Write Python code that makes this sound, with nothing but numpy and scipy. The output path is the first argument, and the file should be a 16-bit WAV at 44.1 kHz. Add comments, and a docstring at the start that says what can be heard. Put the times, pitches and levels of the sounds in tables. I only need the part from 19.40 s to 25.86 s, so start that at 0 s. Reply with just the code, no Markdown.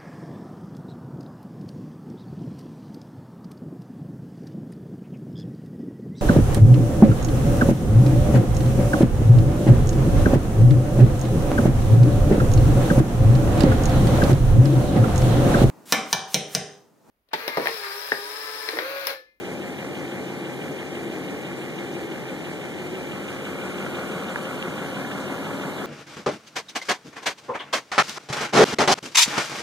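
"""Maggots near an idling engine

Outdoors, a phone is held over a heap of maggots, whose tiny wet pops merge into a fizz. Some way off
an engine idles: its exhaust rumbles and its cylinders knock, in a pattern that repeats six times a
second, with hiss, hums and a whine. From about 3 s the phone is lowered: sound bouncing off the ground
fills in the middle pitches, a grainy crackle comes through and a few ticks stand out."""
import sys
import numpy as np
from scipy import signal
from scipy.fft import rfft, irfft
from scipy.io import wavfile

SR = 44100
rng = np.random.default_rng(int(sys.argv[2]) if len(sys.argv) > 2 else 0)


def put_to_file(sound):
    """Save the sound as 16-bit audio at rate SR, in the file named by the first command-line argument."""
    columns = np.atleast_2d(sound).T  # one column per channel
    safe = np.clip(columns, -1, 1)
    whole_steps = np.round(safe * 32767)
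    wavfile.write(sys.argv[1], SR, whole_steps.astype(np.int16))


N = 284886
TIME, FREQS = np.arange(N) / SR, np.fft.rfftfreq(N, 1 / SR)
FIRING_HZ, TOP_HZ = 48.02, 13950  # engine firings per second; highest pitch the phone picks up

# How strong the rumble is from low to high: pitch_hz, gain_db
RUMBLE_SHAPE = [(20, -29), (55, -31.5), (80, -16.5), (115, -14), (155, -2.5), (220, -3.5), (310, -2),
                (420, -3), (590, -7), (700, -15.5), (1000, -21), (2000, -31), (5000, -38.5)]
# Slow rises and dips of the rumble: time_s, gain_db
RUMBLE_SWELLS = [(0, 0), (.65, 0.5), (.82, 0.5), (1.0, -0.5), (1.3, 1.5), (1.47, -2), (1.6, 0.5),
                 (1.92, 0.9), (2.07, -0.5), (2.6, -0.4), (2.9, -0.3), (3.15, 0), (3.35, -1.7), (3.56, 0.5),
                 (3.75, -0.1), (4.2, -1), (4.5, 0.4), (5.05, -0.5), (6.0, 0.5), (6.46, 0.7)]
# The noisy rumble's loudest band, which wanders by chance: time_s, pitch_hz, level_db
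RUMBLE_PEAK_PATH = [(0, 346.3, -44.5), (.7, 343.7, -49), (.97, 355, -39), (1.2, 290, -44), (1.42, 335, -44),
                    (1.6, 350.4, -40), (1.95, 275, -39), (2.1, 320, -55), (2.35, 349.3, -40),
                    (3.152, 310, -42.5), (3.349, 363, -41.5), (3.571, 362, -34.5), (3.75, 340.8, -43),
                    (4.3, 346.4, -44), (4.54, 360, -38), (4.931, 338.4, -52), (5.3, 366.3, -41),
                    (5.5, 278.8, -40.5), (6.0, 274.4, -41), (6.46, 280, -41.5)]
# How hard each cylinder knocks, in firing order: dull_db, bright_db
CYLINDER_KNOCKS = [(-3.5, -5), (-7, -2.5), (-4.5, -4), (-5, 2), (-1.5, -2.5), (-0.5, -3.5), (-2, -5),
                   (-3, -3.5)]
# How strong the rattle is from low to high: pitch_hz, gain_db
RATTLE_SHAPE = [(300, -15), (700, 1), (1020, -1.5), (1600, 0), (2000, 1.5), (2480, -7.5), (2850, 0),
                (3200, -3), (4000, -9), (4800, -47), (9000, -40)]
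# Where the engine's metal rings: pitch_hz, width_hz, boost_db
METAL_RINGS = [(1100, 26, 3), (1295, 40, 3.5), (1558, 58, 3.5), (1780, 47, 4), (1970, 41, 2),
               (2145, 41, 8.5), (2359, 245, 12)]
# How strong both engine hiss and maggot fizz are from low to high: pitch_hz, gain_db
FIZZ_SHAPE = [(500, -17), (2000, -15), (4400, 7), (4900, 1), (5800, 4.5), (6500, 3.5), (8000, 3.5),
              (9000, -1.5), (11000, -2), (13000, -9), (14000, -1.5)]
# Hums that follow the engine's speed: waves_per_cycle
ENGINE_HUM_MULTIPLES = [8, 16, 24, 32, 34, 44, 48, 88, 156, 166, 228, 256]
# How loud each of those hums is: level_db
ENGINE_HUM_LEVELS = [-70, -57, -56, -54.5, -52, -52.5, -61, -50.5, -61, -62, -65.5, -63]
# Looser hums of steady pitch, from the fan and belts and, higher up, from the engine: pitch_hz, level_db,
# width_hz
LOOSE_HUMS = [(133.86, -51.5, 0.61), (357.7, -46, 8.7), (404, -60, 1.7), (434.3, -50, 4.8),
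              (534.7, -55.5, 2.6), (1135, -59.5, 2.8), (1427, -60, 2.6), (2140, -62, 4.7)]
# The whine's tones, from one step below its main pitch upwards: level_db, change_when_near_db
WHINE_TONES = [(-54, 3), (-51, -0.8), (-50.5, -3), (-54.5, -1.5)]
# What the bounce off the ground changes: pitch_hz, gain_when_near_db, extra_at_bottom_db
GROUND_BOUNCE = [(100, 2, -3.5), (206, 4, -2.5), (271, -1.5, 2.5), (310, -3, 2), (454, 1, -2.5),
                 (615, 5, -2), (690, 3, -2), (860, 0, 5), (1030, 5, 2.5), (1240, 8, -2.5), (1480, 8.5, -.5),
                 (1530, 4, -3), (1690, 2.5, 3.5), (1810, -4.5, 3), (1900, -0.5, 1.5), (2140, 1, -0.5),
                 (2350, 3, -6), (2730, 4.5, -2.5), (4000, 1.5, 1), (5000, -0.5, 1), (9000, 4.5, -3),
                 (12000, 3, 0.5)]
# Stray ticks: start_s, level_db, pitch_hz, fade_s (to fall by 60 dB), stereo_difference_db
STRAY_TICKS = [(4.465, -20, 1460, 0.0098, 0), (4.592, -23, 1400, .012, 0), (4.9589, -14, 1640, 0.013, 2),
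               (4.961, -20.5, 960, 0.011, -3), (5.2264, -18, 2794, 0.0052, -3), (5.26, -29, 1400, .012, 0),
               (5.56, -27, 2900, .007, -1), (5.6488, -23, 1650, 0.011, 0), (5.7163, -22, 1700, 0.008, -2),
               (6.431, -27, 1566, 0.011, 0)]
# The phone's two microphones: pitch_hz, stereo_difference_db, lean_left (-1 to 1), crossfeed (0 to 1)
MICROPHONES = [(25, 8, -.2, 0.1), (68.7, 2, -0.32, 0.01), (136, -7.5, -0.0028, 0), (452, -10, 0.52, 0.02),
               (834, -10, 0.68, 0.43), (1210, -4.5, -0.13, 0.72), (1900, 3.5, -0.99, 0.94),
               (3850, -1.5, -0.7, 0.86), (4160, 0, -0.11, 0.38), (14000, 0, -0.016, 0.17)]


def gain_of(db):
    """Turns decibels into a number to multiply by."""
    return 10 ** (np.asarray(db) / 20)


def unit_level(x):
    """Scales a sound so that its average power is 1."""
    return x / np.sqrt(np.mean(np.abs(x) ** 2) + 1e-20)


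def curve(points, column=1):
    """Joins a table's points into one value for every frequency."""
    table = np.array(points, float)
    return np.interp(np.log(FREQS + 1), np.log(table[:, 0] + 1), table[:, column])


def filtered(x, db):
    """Turns each frequency up or down by its own number of decibels."""
    return irfft(rfft(x) * gain_of(db), N)


def drift(rate_hz):
    """Two slow random wobbles, as complex numbers that hold both size and phase."""
    spectrum = rng.standard_normal((2, N)) + 1j * rng.standard_normal((2, N))
    keep_slow = np.exp(-(np.fft.fftfreq(N, 1 / SR) / rate_hz) ** 2)
    return unit_level(np.fft.ifft(spectrum * keep_slow))


def tone(turns, waver, waver_hz):
    """A pure tone plus a drifting copy that makes it waver; turns counts the waves gone by."""
    start_phase = np.exp(2j * np.pi * rng.random((2, 1)))
    wobble = start_phase + waver * drift(waver_hz)
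    return unit_level((wobble * np.exp(2j * np.pi * turns)).real)


def cycle_noise(cycles, repeat_share, size=SR // 6):
    """Noise that is partly new and partly the same in every engine cycle."""
    patterns = rng.standard_normal((2, size))
    repeating = np.array([np.interp(cycles % 1, np.arange(size) / size, row) for row in patterns])
    return np.sqrt(repeat_share) * repeating + np.sqrt(1 - repeat_share) * rng.standard_normal((2, N))


def rumble(cycles, level_db=-34):
    """Noise from the exhaust and engine block, dulled by distance; its loudest band wanders."""
    times, hz, db = np.transpose(RUMBLE_PEAK_PATH)
    turns = np.cumsum(np.interp(TIME, times, hz)) / SR
    peak_band = gain_of(np.interp(TIME, times, db)) * tone(turns, waver=1.53, waver_hz=22)
    swell = gain_of(np.interp(TIME, *np.transpose(RUMBLE_SWELLS)))
    noise = filtered(cycle_noise(cycles, repeat_share=0.28), curve(RUMBLE_SHAPE))
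    return peak_band + swell * gain_of(level_db) * unit_level(noise)


def knock_loudness(cycles, cylinder_db, ring_s=0.0071, echo_db=-5, valve_lead=0.32, valve_db=-0.5):
    """Each cylinder gives a valve tap, then a knock; both die quickly and echoes fill the gaps."""
    firings = len(CYLINDER_KNOCKS) * cycles
    power = gain_of(echo_db) ** 2 / 2
    for count, db in ((firings, 0), (firings + valve_lead, valve_db)):
        strength = gain_of(db + cylinder_db[count.astype(int) % len(CYLINDER_KNOCKS)])
        age = (count % 1) / FIRING_HZ
        power = power + strength ** 2 * np.exp(-age / ring_s)
    return np.sqrt(power)


def rattle(cycles, dull_lead_cycles=0.02, split_hz=2350, level_db=-39):
    """Each knock rings the engine's metal with a dull burst and, just after it, a bright one."""
    dull_db, bright_db = np.transpose(CYLINDER_KNOCKS)
    dull = cycle_noise(cycles, repeat_share=0.35) * knock_loudness(cycles + dull_lead_cycles, dull_db)
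    bright = cycle_noise(cycles, repeat_share=0.35) * knock_loudness(cycles, bright_db)
    above_split = (FREQS / split_hz) ** 16 + 1e-12
    lows = filtered(unit_level(dull), -10 * np.log10(1 + above_split))
    highs = filtered(unit_level(bright), -10 * np.log10(1 + 1 / above_split))
    metal_db = sum(db / (1 + (2 * (FREQS - hz) / width) ** 2) for hz, width, db in METAL_RINGS)
    return gain_of(level_db) * unit_level(filtered(lows + highs, curve(RATTLE_SHAPE) + metal_db))


def hiss(cycles, level_db=-55.5, throb_db=2.5, loudest_at=0.69):
    """The engine's airy hiss swells once in every cycle."""
    throb = gain_of(throb_db * np.cos(2 * np.pi * (cycles - loudest_at)))
    noise = filtered(cycle_noise(cycles, repeat_share=0.24), curve(FIZZ_SHAPE))
    return gain_of(level_db) * throb * unit_level(noise)


def hums(cycles):
    """Engine hums that waver on their way through the air, and looser hums of steady pitch from the fan, the
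    belts and the engine."""
    engine = sum(gain_of(db) * tone(multiple * cycles, waver=0.45, waver_hz=0.54)
                 for multiple, db in zip(ENGINE_HUM_MULTIPLES, ENGINE_HUM_LEVELS))
    loose = sum(gain_of(db) * tone(hz * TIME, waver=0.37, waver_hz=2 * width)
              for hz, db, width in LOOSE_HUMS)
    return engine + loose


def whine(cycles, near, pitch_hz=773.2, sag_hz=7, sag_at_s=3.93, sag_half_s=0.17):
    """A whine, probably a belt, sags once; the firings chop it into tones one firing rate apart."""
    sag = sag_hz * np.exp(-((TIME - sag_at_s) / sag_half_s) ** 2)
    turns = np.cumsum(pitch_hz - sag) / SR
    firings = len(CYLINDER_KNOCKS) * cycles
    return sum(gain_of(db + near_db * near) * tone(turns + step * firings, waver=0.2, waver_hz=2.5)
               for step, (db, near_db) in enumerate(WHINE_TONES, start=-1))


def maggot_fizz(near, pops_per_s=5000, level_db=-50.5, near_db=2.5, flurry_db=3.0, bands=6):
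    """Thousands of tiny wet pops merge into a fizz that grows as the phone comes closer."""
    sizes = gain_of(-0.5 * np.minimum(rng.exponential(1, (2, N)), 4))
    pops = sizes * rng.choice([-1, 1], (2, N)) * (rng.random((2, N)) < pops_per_s / SR)
    wash = 0.81 * rng.standard_normal((2, N))
    spectrum = rfft(unit_level(pops) + wash) * gain_of(curve(FIZZ_SHAPE))
    band = np.minimum(FREQS / TOP_HZ * bands, bands - 1).astype(int)
    # coarse and fine pops each come in their own flurries
    fizz = sum(gain_of(flurry_db * drift(rate_hz=28).real) * irfft(spectrum * (band == k), N)
               for k in range(bands))
    return gain_of(level_db + near_db * near) * unit_level(fizz)


def nearness(lowered, reach):
    """Rises smoothly from 0 towards 1 as the phone passes reach, a share of the way down."""
    return 1 - np.exp(-(lowered / reach) ** 3)


def ground_bounce(direct, lowered, near, split_hz=640):
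    """Low down, the ground's echo arrives in step with the direct sound and lifts the middle pitches."""
    lift = filtered(direct, curve(GROUND_BOUNCE)) - direct
    low_lift = filtered(lift, -20 * np.log10(1 + (FREQS / split_hz) ** 12))
    # the higher part fills in first, the lower part further down
    lifted = direct + near * (lift - low_lift) + nearness(lowered, reach=0.44) * low_lift
    bottom_change = filtered(lifted, curve(GROUND_BOUNCE, column=2)) - lifted
    return lifted + nearness(lowered, reach=0.83) * bottom_change


def near_crackle(near, grains_per_s=110, low_hz=1250, high_hz=1700, fade_s=0.0098, level_db=-48):
    """A grainy, ringing, mid-pitched crackle comes through as the phone nears the ground."""
    age, out = np.arange(SR // 30) / SR, np.zeros((2, N))
    pitches = np.linspace(low_hz, high_hz, 6)
    for hz in pitches:
        sizes = gain_of(2 * np.minimum(rng.exponential(1, N), 3))
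        grains = sizes * (rng.random(N) < grains_per_s / len(pitches) / SR)
        stereo_grains = np.array([grains, grains * rng.uniform(-1.2, 1, N)])
        ring = gain_of(-60 * age / fade_s) * np.sin(2 * np.pi * hz * age)
        out += signal.oaconvolve(stereo_grains, ring[None])[:, :N]
    return gain_of(level_db) * near * unit_level(out)


def ticks(droop=0.15, droop_s=0.0002):
    """Short snaps that drop in pitch as they die and reach the two microphones unequally."""
    out = np.zeros((2, N))
    for start_s, db, hz, fade_s, difference_db in STRAY_TICKS:
        age = np.maximum(TIME - start_s, 0)
        turns = hz * (age + droop * droop_s * (1 - np.exp(-age / droop_s)))
        snap = gain_of(db - 60 * age / fade_s) * np.sin(2 * np.pi * turns)
        out += [snap, -gain_of(difference_db) * snap]
    return out


def scene(lower_from_s=3.09, lower_to_s=6):
    """Mixes everything into two rows: the sum and the difference of the phone's two microphones."""
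    firings = 0.43 + FIRING_HZ * TIME  # starts partway between two firings
    cycles = firings / len(CYLINDER_KNOCKS)
    lowered = np.clip((TIME - lower_from_s) / (lower_to_s - lower_from_s), 0, 1)
    near = nearness(lowered, reach=0.34)
    engine = rumble(cycles) + rattle(cycles) + hiss(cycles) + hums(cycles) + whine(cycles, near)
    return ground_bounce(engine, lowered, near) + maggot_fizz(near) + near_crackle(near) + ticks()


def record(dry, delay_s=0.00038):
    """The phone widens the stereo by taking a late copy of each side from the other, and cuts the top."""
    total, difference = rfft(dry)
    spread = gain_of(curve(MICROPHONES))
    lean = np.clip(curve(MICROPHONES, column=2), -1, 1)
    crossfeed = np.clip(curve(MICROPHONES, column=3), 0, 1) * np.exp(-2j * np.pi * FREQS * delay_s)
    mid_gain, side_gain = 1 - crossfeed, spread * (1 + crossfeed)
    mid = mid_gain * total
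    side = side_gain * (lean * total + np.sqrt(1 - lean ** 2) * difference)
    even_out = 1 / np.hypot(abs(mid_gain), abs(side_gain))  # keeps low and high in balance
    top_cut = np.clip((TOP_HZ - FREQS) / 80 + 0.5, 0, 1)
    return irfft(np.array([mid + side, mid - side]) * even_out * top_cut, N)


dry = scene()
out = record(dry)
put_to_file(out)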